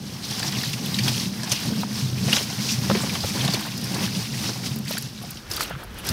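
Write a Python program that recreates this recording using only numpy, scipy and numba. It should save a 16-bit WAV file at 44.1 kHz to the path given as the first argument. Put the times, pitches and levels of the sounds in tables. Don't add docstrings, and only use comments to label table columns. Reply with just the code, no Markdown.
import sys
import numpy as np
from scipy import signal
from scipy.fft import rfft, irfft, next_fast_len
from scipy.io import wavfile
from scipy.ndimage import uniform_filter1d
from numba import njit

SR = 44100
rng = np.random.default_rng(int(sys.argv[2]) if len(sys.argv) > 2 else 0)


def undo_db(level):
    steps = np.asarray(level, float) / 20
    return 10 ** steps


def inscribe(sig):
    pcm = np.round(np.clip(np.atleast_2d(sig).T, -1, 1) * 32767)
    wavfile.write(sys.argv[1], SR, pcm.astype(np.int16))


N = 270288


def level(x, db):
    return x * undo_db(db) / np.sqrt(np.mean(x ** 2))


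@njit
def svf(x, hz, width):
    y, band, low = np.empty(len(x)), 0., 0.
    g, k = np.tan(np.pi * hz / SR), width / hz
    for i in range(len(x)):
        v = (band + g * (x[i] - low)) / (1 + g * (g + k))
        band, low, y[i] = 2 * v - band, low + 2 * g * v, k * v
    return y


def band_noise(x, hz, width):
    return level(svf(svf(x, 1. * hz, 1. * width), 1. * hz, 1. * width), 0)


@njit
def rings(n, start, pole, size, length, rise):
    y = np.zeros(n)
    for g in range(len(start)):
        z, contact = size[g] + 0j, 1.
        for i in range(max(start[g], 0), min(start[g] + length[g], n)):
            y[i] += z.imag * (1 - contact)
            z *= pole[g]
            contact *= rise[g]
    return y


def grains(s, hz, t60, size, soft):
    hz, t60 = np.clip(hz, 30, .45 * SR), np.maximum(t60, 1e-4)
    pole = np.exp((2j * np.pi * hz - np.log(1000) / t60) / SR)
    rise = np.exp(-hz / SR / max(soft, .01))
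    return rings(N, (s * SR).astype(np.int64), pole, size, (t60 * SR).astype(np.int64), rise)


def cluster(s, db, hz, t60, count, spread, burst, turns, rise=0.00095, tilt=0.83, dulls=0.):
    late, pitch, size = rng.random((len(s), count, 3)).T
    late = burst * t60 * late ** 1.5
    bend = (2 * pitch - 1) * np.abs(2 * pitch - 1)
    f = hz * np.exp(spread * bend * np.where(bend < 0, .55, 1))
    fade_db = 60 * late / t60 * (f / hz) ** dulls
    swelling = 1.03 - np.exp(-late / max(rise, 1e-4))
    sizes = undo_db(db - fade_db) * (2 * size - 1) * swelling * (f / hz) ** tilt
    ring = np.minimum(turns / f, t60)
    return grains((s + late).ravel(), f.ravel(), ring.ravel(), sizes.ravel(), soft=0.38)


def colour(x, points):
    hz, db = np.transpose(points)
    hz = np.r_[hz[0] / 8, hz, hz[-1] * 2]
    db = np.r_[db[0] - 40, db, db[-1] - 14]
    n = next_fast_len(N, True)
    log_hz = np.log(np.arange(n // 2 + 1) * SR / n + 1)
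    return irfft(rfft(x, n) * undo_db(np.interp(log_hz, np.log(hz), db)), n)[:N]


def walk(rate):
    k = int(SR / rate)
    held = np.repeat(rng.standard_normal(N // 100), k)[:N]
    return 1.12 * uniform_filter1d(uniform_filter1d(held, k), k)


def curves(table):
    s, db = np.transpose(table)
    return np.interp(np.arange(N) / SR, s, db, left=-120, right=-120)


def swell(middle_s, half_s):
    return np.exp(-.5 * ((np.arange(N) / SR - middle_s) / half_s) ** 2)


def crumbs(count, scatter_db):
    at, size, sign = rng.random((count, 3)).T
    x = np.zeros(N)
    clicks = undo_db(-scatter_db * np.log(1 - .998 * size)) * np.sign(sign - .5)
    np.add.at(x, (at * N).astype(int), clicks)
    return x


def body(push, modes):
    return level(sum(undo_db(db) * band_noise(push, hz, 1.4 * width) for hz, width, db in modes), 0)


def on_foot():
    fade_over_s, fade_length_s = 5.38, 0.28
    return np.clip((np.arange(N) / SR - fade_over_s) / fade_length_s + .5, 0, 1)


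# time_s, level_db
BED = [(0.0, -36.5), (1.16, -30.5), (1.6, -34), (1.69, -26.5), (1.88, -32.5), (2.01, -34), (2.3, -28.5),
       (2.46, -36), (2.88, -30), (3.29, -31.5), (3.46, -26.5), (3.62, -37.5), (3.96, -30), (4.27, -34),
       (4.71, -33), (5.36, -40.5), (5.51, -54), (6.13, -46)]
# pitch_hz, width_hz, level_db
LOW_MODES = [(97, 8.1, -7), (124.8, 23.3, 5.5), (139, 120, -8)]
# pitch_hz, width_hz, level_db
UPPER_MODES = [(194.5, 40, 5), (215, 35, 4), (251.8, 49.4, -2.5), (312, 115, -7.5), (346, 236, -10.5)]


def bed():
    low = body(crumbs(count=1500, scatter_db=-0.5), LOW_MODES) * undo_db(1.0 * walk(9.4))
    upper = body(crumbs(count=2500, scatter_db=0.5), UPPER_MODES) * undo_db(1.65 * walk(17))
    return undo_db(curves(BED) - 1.5) * (low + undo_db(1) * upper)


# start_s, peak_db, pitch_hz
BUMPS = [(0.069, -24, 186), (0.375, -16.5, 193), (0.573, -19, 137), (0.706, -14.5, 133.4),
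         (1.057, -14.5, 144), (1.147, -21, 132), (1.514, -17, 123), (2.022, -12.5, 132),
         (2.125, -13.5, 132), (2.208, -23, 130), (2.261, -10.5, 133), (2.719, -12.5, 217),
         (2.779, -13, 139), (2.876, -12, 198), (3.079, -13.5, 194), (3.157, -21, 213), (3.239, -18, 108),
         (3.37, -19, 184), (3.437, -15, 149), (3.488, -13.5, 178), (4.037, -22, 125), (4.109, -18, 203),
         (4.168, -11.5, 190), (4.71, -16, 136), (4.799, -15.5, 199.5)]
# start_s, peak_db, pitch_hz
JOLTS = [(0.133, -23, 128), (0.303, -19, 133), (0.412, -19, 127), (0.478, -18.5, 129), (0.666, -18.5, 167),
         (0.883, -18.5, 177), (0.969, -15, 215), (1.259, -25, 124), (1.587, -23, 206), (1.685, -23, 126),
         (1.78, -10.5, 185), (1.848, -16, 200), (1.908, -19, 210), (1.963, -28, 215), (2.043, -14, 125),
         (2.49, -22, 148), (2.568, -20, 125), (2.664, -19, 224), (2.892, -13, 186), (2.914, -9, 213),
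         (2.933, -11, 202), (2.96, -14, 215), (2.974, -18, 230), (3.305, -16, 192), (3.575, -15, 205),
         (3.812, -28, 141), (3.857, -22, 167), (3.919, -22, 186), (3.98, -24, 151), (4.058, -18, 111),
         (4.202, -19, 188), (4.367, -17, 126), (4.49, -25, 108), (4.582, -24, 175), (4.628, -24, 120),
         (4.879, -25, 173), (5.034, -18.5, 130), (5.166, -31, 127), (5.242, -29, 187), (5.704, -24, 175),
         (6.077, -23, 142)]


def ruts():
    s, db, hz = np.transpose(BUMPS + JOLTS)
    return grains(s, hz, 18 / hz, undo_db(db - 1.5), soft=0.76)


# start_s, peak_db, centre_hz
KNOCKS = [(0.312, -23, 886), (0.398, -19.5, 825), (0.427, -15, 1760), (0.528, -18, 1870),
          (1.074, -19.5, 1410), (1.433, -20.5, 1640), (1.473, -23, 770), (1.65, -24, 843),
          (2.282, -15.5, 700), (2.327, -12, 1710), (2.366, -12, 1640), (2.584, -26, 800),
          (2.836, -24.5, 930), (3.003, -20, 1106), (3.153, -22, 1030), (3.441, -20, 690), (3.48, -17, 714),
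          (3.65, -24, 820), (3.666, -20.5, 1047), (4.026, -19, 900)]
# start_s, peak_db, centre_hz
BEAMS = [(1.06, -22.5, 370), (1.516, -29, 477), (2.33, -14, 560), (2.366, -16.5, 554), (2.9, -15, 553),
         (2.949, -15, 430), (3.032, -18, 542), (3.349, -21, 465), (3.537, -21, 405), (3.946, -24, 422),
         (4.489, -23, 407), (5.213, -28, 550), (5.236, -27.5, 700), (2.388, -31, 650)]
# start_s, peak_db, centre_hz
HEELS = [
    (5.577, -19, 1300),
    (5.612, -20.5, 1335),
    (5.83, -22.5, 1355),
    (6.121, -17, 1510),
]
# start_s, peak_db, centre_hz
TAPS = [(0.38, -24, 2040), (0.634, -17, 1760), (0.936, -25, 2050), (1.516, -25, 565), (1.734, -25, 1500),
        (2.245, -26, 1740), (2.405, -20, 564), (2.628, -29, 565), (2.722, -29, 1750), (3.029, -25, 600),
        (3.332, -29, 2130), (3.37, -19, 1600), (3.537, -23, 623), (3.57, -22, 794), (3.962, -25, 885),
        (4.074, -24, 1660), (4.345, -32, 560), (4.49, -21, 824), (4.556, -24, 786), (4.597, -28, 890),
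        (4.634, -20, 2150), (4.856, -22, 2020), (4.874, -26, 2170), (5.505, -28, 1810), (5.816, -30, 606),
        (5.837, -32, 780)]


def knocks():
    s, db, hz = np.transpose(KNOCKS + BEAMS + HEELS)
    t60 = 0.02256 + 18 / hz
    note = grains(s + 0.00061, hz, 0.69 * t60, undo_db(db - 7.0), soft=1.0)
    crack = cluster(s - .001, db - 4, 1.3 * hz, 0.031, count=40, spread=1.25, burst=0.45,
                    turns=4.7, rise=0.002)
    modes = cluster(s - .001, db - 4, hz, t60, count=60, spread=1.266, burst=.45,
                    turns=20.4, rise=0.0032, tilt=0.84, dulls=0.4)
    s, db, hz = np.transpose(TAPS)
    taps = cluster(s - .001, db, hz, .045, count=30, spread=0.65, burst=.45,
                   turns=21.4, rise=0.0033, tilt=0.33, dulls=0.37)
    return note + crack + modes + taps


# start_s, peak_db, pitch_hz
RAPS = [(1.8335, -14.5, 930), (1.8375, -20, 910), (2.898, -12, 545), (2.902, -16, 900), (2.9107, -9.5, 540),
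        (2.915, -20, 1100), (3.066, -22, 1030), (3.074, -22, 1000), (3.238, -17.5, 800), (3.245, -17, 536),
        (4.9085, -17.5, 604), (4.9703, -18.5, 1550), (4.98, -17, 1750), (4.952, -25.5, 700),
        (5.6078, -9.5, 1335), (5.7036, -25, 900), (5.709, -19, 680), (5.752, -24, 1400), (5.758, -26, 1600)]
# multiple_of_pitch, level_db
RAP_MODES = [(1, -0.5), (1.45, -7), (2.3, -11), (3.5, -17)]


def raps():
    s, db, hz = np.transpose(RAPS)
    total = np.zeros(N)
    for k, mode_db in RAP_MODES:
        mistune = 1 + 0.054 * rng.standard_normal(len(s)) * (k > 1)
        t60 = 11.3 / hz / np.sqrt(k)
        total += grains(s, k * hz * mistune, t60, undo_db(db + 2.5 + mode_db), soft=0.44)
    return total


# start_s, peak_db, centre_hz
STROKES = [(0.732, -12.5, 3720), (0.988, -20, 3300), (1.081, -17, 2400), (1.433, -18, 4600),
           (1.517, -14, 4800), (1.832, -25, 1260), (2.3284, -11, 3140), (2.365, -9, 2700),
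           (2.8985, -15, 1500), (2.912, -19, 1297), (3.477, -12, 2700), (5.608, -23, 2480),
           (5.71, -25, 1500), (6.089, -12, 4800), (0.429, -22, 3000), (0.524, -20, 2920),
           (4.971, -17.5, 1900), (2.95, -23, 1900), (5.568, -21, 3500)]


def strokes():
    s, db, hz = np.transpose(STROKES)
    return cluster(s - .0003, db, hz, .022, count=40, spread=0.92, burst=.4,
                   turns=21.3, rise=0.00074, tilt=0.34)


def clatter(count):
    at, pitch, size = rng.random((count, 3)).T
    hz = 450 * 4.0 ** pitch
    taps = cluster(at * N / SR, -3.0 * np.log(1 - .98 * size), hz, 0.037, count=12,
                   spread=0.553, burst=0.44, turns=33.0)
    return level(taps, 0)


# middle_s, rattle_db, half_length_s
SHUDDERS = [
    (2.98, -38, 0.054),
    (3.498, -41, .1),
    (4.003, -39, 0.038),
]


def aftershake():
    s, db, hz = np.transpose(KNOCKS + BEAMS)
    push = np.zeros(N)
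    push[(s * SR).astype(int)] = undo_db(db - 20)
    rough = sum(undo_db(db) * swell(middle, half) for middle, db, half in SHUDDERS)
    decay_s = 0.03
    return rough + signal.lfilter([1], [1, -np.exp(-1 / (decay_s * SR))], push)


# pitch_hz, width_hz, level_db
RATTLE_MODES = [(302.6, 48, 7.5), (526, 113, -0.5), (825, 250, 5), (1044, 335, 7), (1500, 800, 5.5),
                (1800, 1200, 2.5)]


def rattle(push, churn_db):
    boards = 0.87 * body(push, RATTLE_MODES) + 0.35 * clatter(count=400)
    return undo_db(2.36 * walk(24.78)) * boards * (undo_db(churn_db - 9) + aftershake())


def slops(count):
    at, pitch, size, length = rng.random((count, 4)).T
    hz = 1800 * 4.0 ** pitch
    return cluster(at * N / SR, -2.5 * np.log(1 - .98 * size), hz, .03 + .05 * length, count=30,
                   spread=0.42, burst=.6, turns=56)


# freq_hz, level_db_per_hz
MUD = [(900, -8.5), (1800, -11.5), (2800, -6.5), (4200, -4), (5400, -1.5), (6200, -4), (7200, -11.5),
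       (10000, -9.5)]


def mud(count):
    at, pitch, size, turns = rng.random((count, 4)).T
    hz = 1200 * 7.0 ** pitch
    size = undo_db(-2.5 * np.log(1 - .995 * size)) * np.sqrt(hz) * pitch ** .3
    pops = grains(at * N / SR, hz, (5 + 25 * turns ** 2) / hz, size, soft=0.14)
    hiss = rng.standard_normal(N)
    wet = level(pops, -5.0) + level(slops(count=900), -6.0) + level(hiss, 0.5)
    return level(colour(wet, MUD), 0)


# freq_hz, level_db_per_hz
GRIT = [(5000, 21), (7500, 1), (9500, 2), (11200, -9), (13000, 7), (15800, 2)]


def grit(count):
    at, pitch, size = rng.random((count, 3)).T
    hz = 7000 * 2.3 ** pitch
    pops = grains(at * N / SR, hz, 25 / hz, undo_db(-2.5 * np.log(1 - .995 * size)), soft=0.71)
    return level(colour(level(pops, -2.1) + level(rng.standard_normal(N), -1.8), GRIT), 0)


# lands_s, lifts_s, crunch_db
STEPS = [
    (5.513, 5.567, -34),
    (5.599, 5.644, -33),
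    (6.064, 6.14, -33),
]
LAND_DB_PER_S = [900, 900, 500]


def steps():
    t = np.arange(N) / SR
    shapes = []
    for (lands, lifts, db), rise in zip(STEPS, LAND_DB_PER_S):
        lift_db = 398 * np.maximum(t - lifts, 0)
        shapes.append(db - rise * np.maximum(lands - t, 0) - lift_db)
    return undo_db(np.max(shapes, axis=0)) + undo_db(-50) * on_foot()


# time_s, level_db
GROUND = [(0.0, -41), (0.21, -38), (0.45, -30.5), (0.8, -33), (1.06, -28), (1.36, -35), (1.56, -31),
          (2.2, -34), (2.48, -31.5), (2.7, -30), (3.28, -31), (3.56, -30), (3.77, -35.5), (3.98, -30.5),
          (4.18, -33), (4.44, -30.5), (4.84, -38.5), (5.15, -40.5), (5.36, -40), (5.5, -53)]
# middle_s, surge_db, half_length_s
PLUNGES = [
    (0.738, 4, 0.0063),
    (1.523, 13, 0.011),
    (2.334, 10, 0.051),
    (3.16, 5, 0.024),
    (4.665, 6.5, 0.011),
    (4.901, 8, 0.033),
    (5.013, 4.5, 0.047),
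]
# middle_s, change_db, half_length_s
LULLS = [
    (1.877, -4.5, 0.03),
    (2.145, -3, 0.046),
    (2.465, -3, 0.019),
    (2.787, -3, 0.022),
    (3.736, -1.5, 0.022),
    (4.3, -3.5, 0.037),
    (5.17, -1.5, 0.034),
]
# freq_hz, level_db_per_hz
SCUFF = [(150, -2), (330, 2.5), (600, -1), (1000, -5), (1500, -1), (2200, -5.5), (3500, -7.5)]


def ground():
    jolt, churn_db = walk(30), curves(GROUND)
    push = crumbs(count=6000, scatter_db=5.5) + 4.1 * rng.standard_normal(N)
    wet = mud(count=16000) * undo_db(1.46 * walk(16))
    fine = grit(count=20000) * undo_db(1.4 * walk(35))
    surge_db = sum(db * swell(middle, half) for middle, db, half in PLUNGES)
    lull_db = sum(db * swell(middle, half) for middle, db, half in LULLS)
    squelch = undo_db(churn_db) * (undo_db(surge_db) * wet + undo_db(-6 + 0.3 * surge_db) * fine)
    cart = undo_db(-2.0 + lull_db + 1.42 * jolt) * (squelch + rattle(push, churn_db))
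    crunch = steps()
    scuff_gain = undo_db(-42.5) * on_foot() + undo_db(-5.5) * crunch
    scuff = scuff_gain * level(colour(push, SCUFF), 0)
    boots = crunch * (wet + undo_db(-16) * fine) + scuff
    return cart + undo_db(-1.64 + 2.0 * jolt) * boots


# start_s, peak_db, centre_hz
SPLATS = [(0.2324, -36, 4640), (0.309, -18.5, 5630), (0.3346, -21, 4700), (0.3945, -17, 4400),
          (0.43, -17, 4680), (0.5224, -18.5, 3940), (0.942, -14, 3910), (1.036, -14, 4760),
          (1.2244, -21, 4730), (1.4317, -20, 5580), (1.518, -7.5, 6020), (1.6326, -18, 4500),
          (1.6841, -20, 4400), (1.993, -20.5, 5310), (2.2802, -30, 4960), (2.363, -10.5, 3850),
          (2.427, -19, 5080), (3.2061, -18, 4900), (3.263, -20, 4600), (3.359, -22, 4500),
          (3.4493, -14.5, 4340), (3.477, -14.5, 3650), (3.5368, -11.5, 4530), (3.7775, -23, 5000),
          (3.84, -19.5, 5500), (3.9439, -20, 4520), (4.3465, -23, 5650), (4.8514, -26, 5230),
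          (4.8818, -19.5, 4720), (4.978, -17, 4700), (2.311, -21, 4980)]
# start_s, peak_db, centre_hz
STONES = [(0.732, -15.5, 2770), (0.8609, -20.5, 3280), (0.987, -13.5, 2390), (0.989, -13.5, 4660),
          (1.081, -12.5, 5180), (1.079, -12, 3190), (2.3283, -5.5, 2830), (2.8983, -21, 2320),
          (2.9487, -19, 2330), (3.0948, -18.5, 2340), (3.3917, -17.5, 3500), (3.411, -15, 3200),
          (4.9345, -24, 2590), (5.3714, -25.5, 3110)]
# start_s, peak_db, centre_hz
CRUNCHES = [
    (5.514, -14, 5200),
    (5.5363, -21, 4640),
    (5.5668, -16, 4700),
    (5.608, -16.5, 4560),
    (5.629, -18, 4230),
    (6.056, -29, 3320),
    (6.0703, -21, 5700),
    (6.0882, -12.5, 5050),
    (6.123, -17, 4460),
]


def splats():
    s, db, hz = np.transpose(SPLATS + STONES + CRUNCHES)
    t60 = np.full(len(s), 0.045)
    wet = cluster(s - .0015, db - 2.0, hz, t60, count=90, spread=0.672, burst=0.65,
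                  turns=52.0, rise=0.0032)
    spray = cluster(s - .004, 0.99 * db - 5, 11000, 1.4 * t60, count=90, spread=0.63, burst=0.35,
                    turns=26, rise=0.01)
    struck = grains(s - 0.0004, hz, 0.84 * t60, undo_db(db - 8.5), soft=1.0)
    return struck + wet + spray


# start_s, peak_db, centre_hz
DROPS = [(0.0742, -27, 4490), (0.2514, -21, 5810), (0.4763, -14, 4140), (0.5694, -18, 4570),
         (0.5994, -22, 4810), (0.6474, -18, 5350), (0.6724, -20, 4140), (1.1288, -18, 5390),
         (1.4411, -14.5, 5300), (1.495, -13, 5910), (2.2944, -13, 5600), (2.3494, -10, 5340),
         (2.3794, -8.5, 3030), (2.8294, -16, 4400), (3.2924, -12, 5370), (3.3353, -30, 4700),
         (3.5049, -9, 5100), (3.5444, -9.5, 2900), (3.5944, -20, 5360), (4.1639, -20, 5870),
         (4.4942, -18, 5280), (4.6259, -32, 4400), (4.6648, -24, 5330), (4.8944, -28, 4630),
         (5.0244, -18, 5310), (5.0853, -30, 5530), (5.3444, -26, 5950), (5.5444, -18, 5730),
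         (5.598, -17, 4440), (5.6164, -14, 5420), (5.6434, -21, 3020), (5.6594, -33, 4580),
         (5.7, -31, 3160), (5.8394, -33, 4960), (6.0774, -17, 4530)]


def drops():
    s, db, hz = np.transpose(DROPS)
    return cluster(s - .002, db - 3, hz, 0.055, count=70, spread=0.5, burst=0.6, turns=40, rise=0.004)


# start_s, peak_db
TICKS = [(0.2528, -27), (0.3935, -29), (0.5187, -26), (0.8609, -20), (1.0825, -18), (1.494, -26),
         (1.6062, -24), (2.3286, -24), (2.721, -19), (3.293, -23), (3.5428, -18), (3.6092, -20),
         (3.6646, -25), (3.7763, -24), (3.8142, -24), (4.761, -21), (4.789, -22), (4.8793, -27),
         (4.893, -19), (4.983, -17), (4.934, -21), (5.0125, -30), (5.025, -32), (5.3084, -19), (0.735, -35)]
# start_s, peak_db
SNAPS = [(5.503, -24), (5.5145, -19), (5.535, -20), (5.594, -29), (5.62, -15), (5.66, -29), (5.945, -36),
         (6.124, -19), (5.5645, -15), (5.61, -15), (5.636, -15), (5.6989, -28), (5.837, -26), (5.9878, -27),
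         (6.0501, -22), (6.07, -18), (6.091, -12.5)]


def snaps():
    s, db = np.transpose(TICKS + SNAPS)
    return cluster(s - .003, db + 10.5, 12000, 0.024, count=140, spread=0.99, burst=0.42,
                   turns=16.2, rise=0.0065)


# start_s, peak_db
SPITS = [(0.184, -37), (0.3067, -34), (0.6014, -25), (0.6314, -21), (0.6844, -31), (0.6974, -23),
         (0.9652, -28), (1.3668, -27), (1.4376, -29), (1.5165, -27), (1.6574, -20), (1.7669, -32),
         (1.9324, -30), (2.2834, -27), (2.5844, -32), (2.6259, -22), (2.8164, -25), (3.0076, -25),
         (3.1234, -27), (3.5954, -29), (3.6844, -36), (3.8442, -18), (4.3474, -33), (4.6264, -34),
         (4.6654, -33), (4.8514, -33), (4.9024, -22), (4.9114, -17), (4.9836, -13), (5.012, -25),
         (5.024, -18), (5.0514, -34), (5.0944, -41), (5.1327, -37), (5.2185, -36), (5.5244, -25),
         (5.6514, -30), (5.8444, -32), (6.1044, -16)]


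def spits():
    s, db = np.transpose(SPITS)
    return cluster(s - .001, db + .6, 11800, 0.013, count=60, spread=0.5, burst=0.37,
                   turns=38, rise=0.0016)


# middle_s, level_db,
# centre_hz, half_length_s
SWISHES = [(0.246, -33, 4370, 0.011), (0.477, -30.5, 5230, 0.012), (0.664, -33, 4130, 0.022),
           (1.138, -33, 4780, 0.028), (2.364, -26, 5700, .015), (2.638, -34, 5140, 0.027),
           (2.717, -26.5, 5550, 0.021), (3.022, -34.5, 7500, 0.013), (3.946, -34, 8050, 0.004),
           (4.491, -29.5, 4970, 0.011), (5.229, -44.5, 11000, 0.0063), (5.994, -42, 10500, 0.0089),
           (5.729, -42, 2880, .015), (5.994, -43.5, 3030, 0.017), (1.567, -35.5, 2650, 0.035),
           (5.722, -39, 1500, 0.016)]


def swishes():
    hiss, total = rng.standard_normal(N), np.zeros(N)
    for middle, db, hz, half in SWISHES:
        width = 0.48 * hz * (hz / 5500) ** 0.18
        total += undo_db(db) * swell(middle, half) * band_noise(hiss, hz, width)
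    return total


# start_s, peak_db, pitch_hz
THUDS = [
    (3.236, -17, 110),
    (5.499, -24, 93),
    (5.739, -22, 124),
    (6.1, -14, 94.2),
    (5.762, -21, 140),
    (6.11, -15, 193),
]


def footfalls():
    s, db, hz = np.transpose(THUDS)
    return grains(s, hz, 6.3 / hz, undo_db(db + 2.5), soft=0.32)


def wind():
    cart_db, foot_db = -53, -41
    noise = rng.standard_normal(N)
    puffs = level(svf(svf(noise, 52.0, 93.0), 56.0, 117.0), 0) * undo_db(0.82 * walk(13))
    return undo_db(cart_db + (foot_db - cart_db) * on_foot()) * puffs


# freq_hz, level_db_per_hz
FOREST = [(250, 6), (500, 14), (1500, 17.5), (5000, -24), (8000, -27), (16000, -16)]


def forest():
    return level(colour(rng.standard_normal(N), FOREST), -54)


def scene():
    cart = bed() + ruts() + knocks() + raps() + strokes()
    track = ground() + splats() + drops() + snaps() + spits() + swishes() + footfalls()
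    return (cart + track + wind() + forest())[None]


def roll_off(x):
    return signal.sosfilt(signal.butter(12, 15710, fs=SR, output="sos"), x)


def record(dry):
    x = signal.sosfilt(signal.butter(2, 45, "high", fs=SR, output="sos"), dry)
    x = signal.sosfilt(signal.ellip(10, .2, 80, 15740, fs=SR, output="sos"), x)
    return roll_off(x)


dry = scene()
out = record(dry)
inscribe(out)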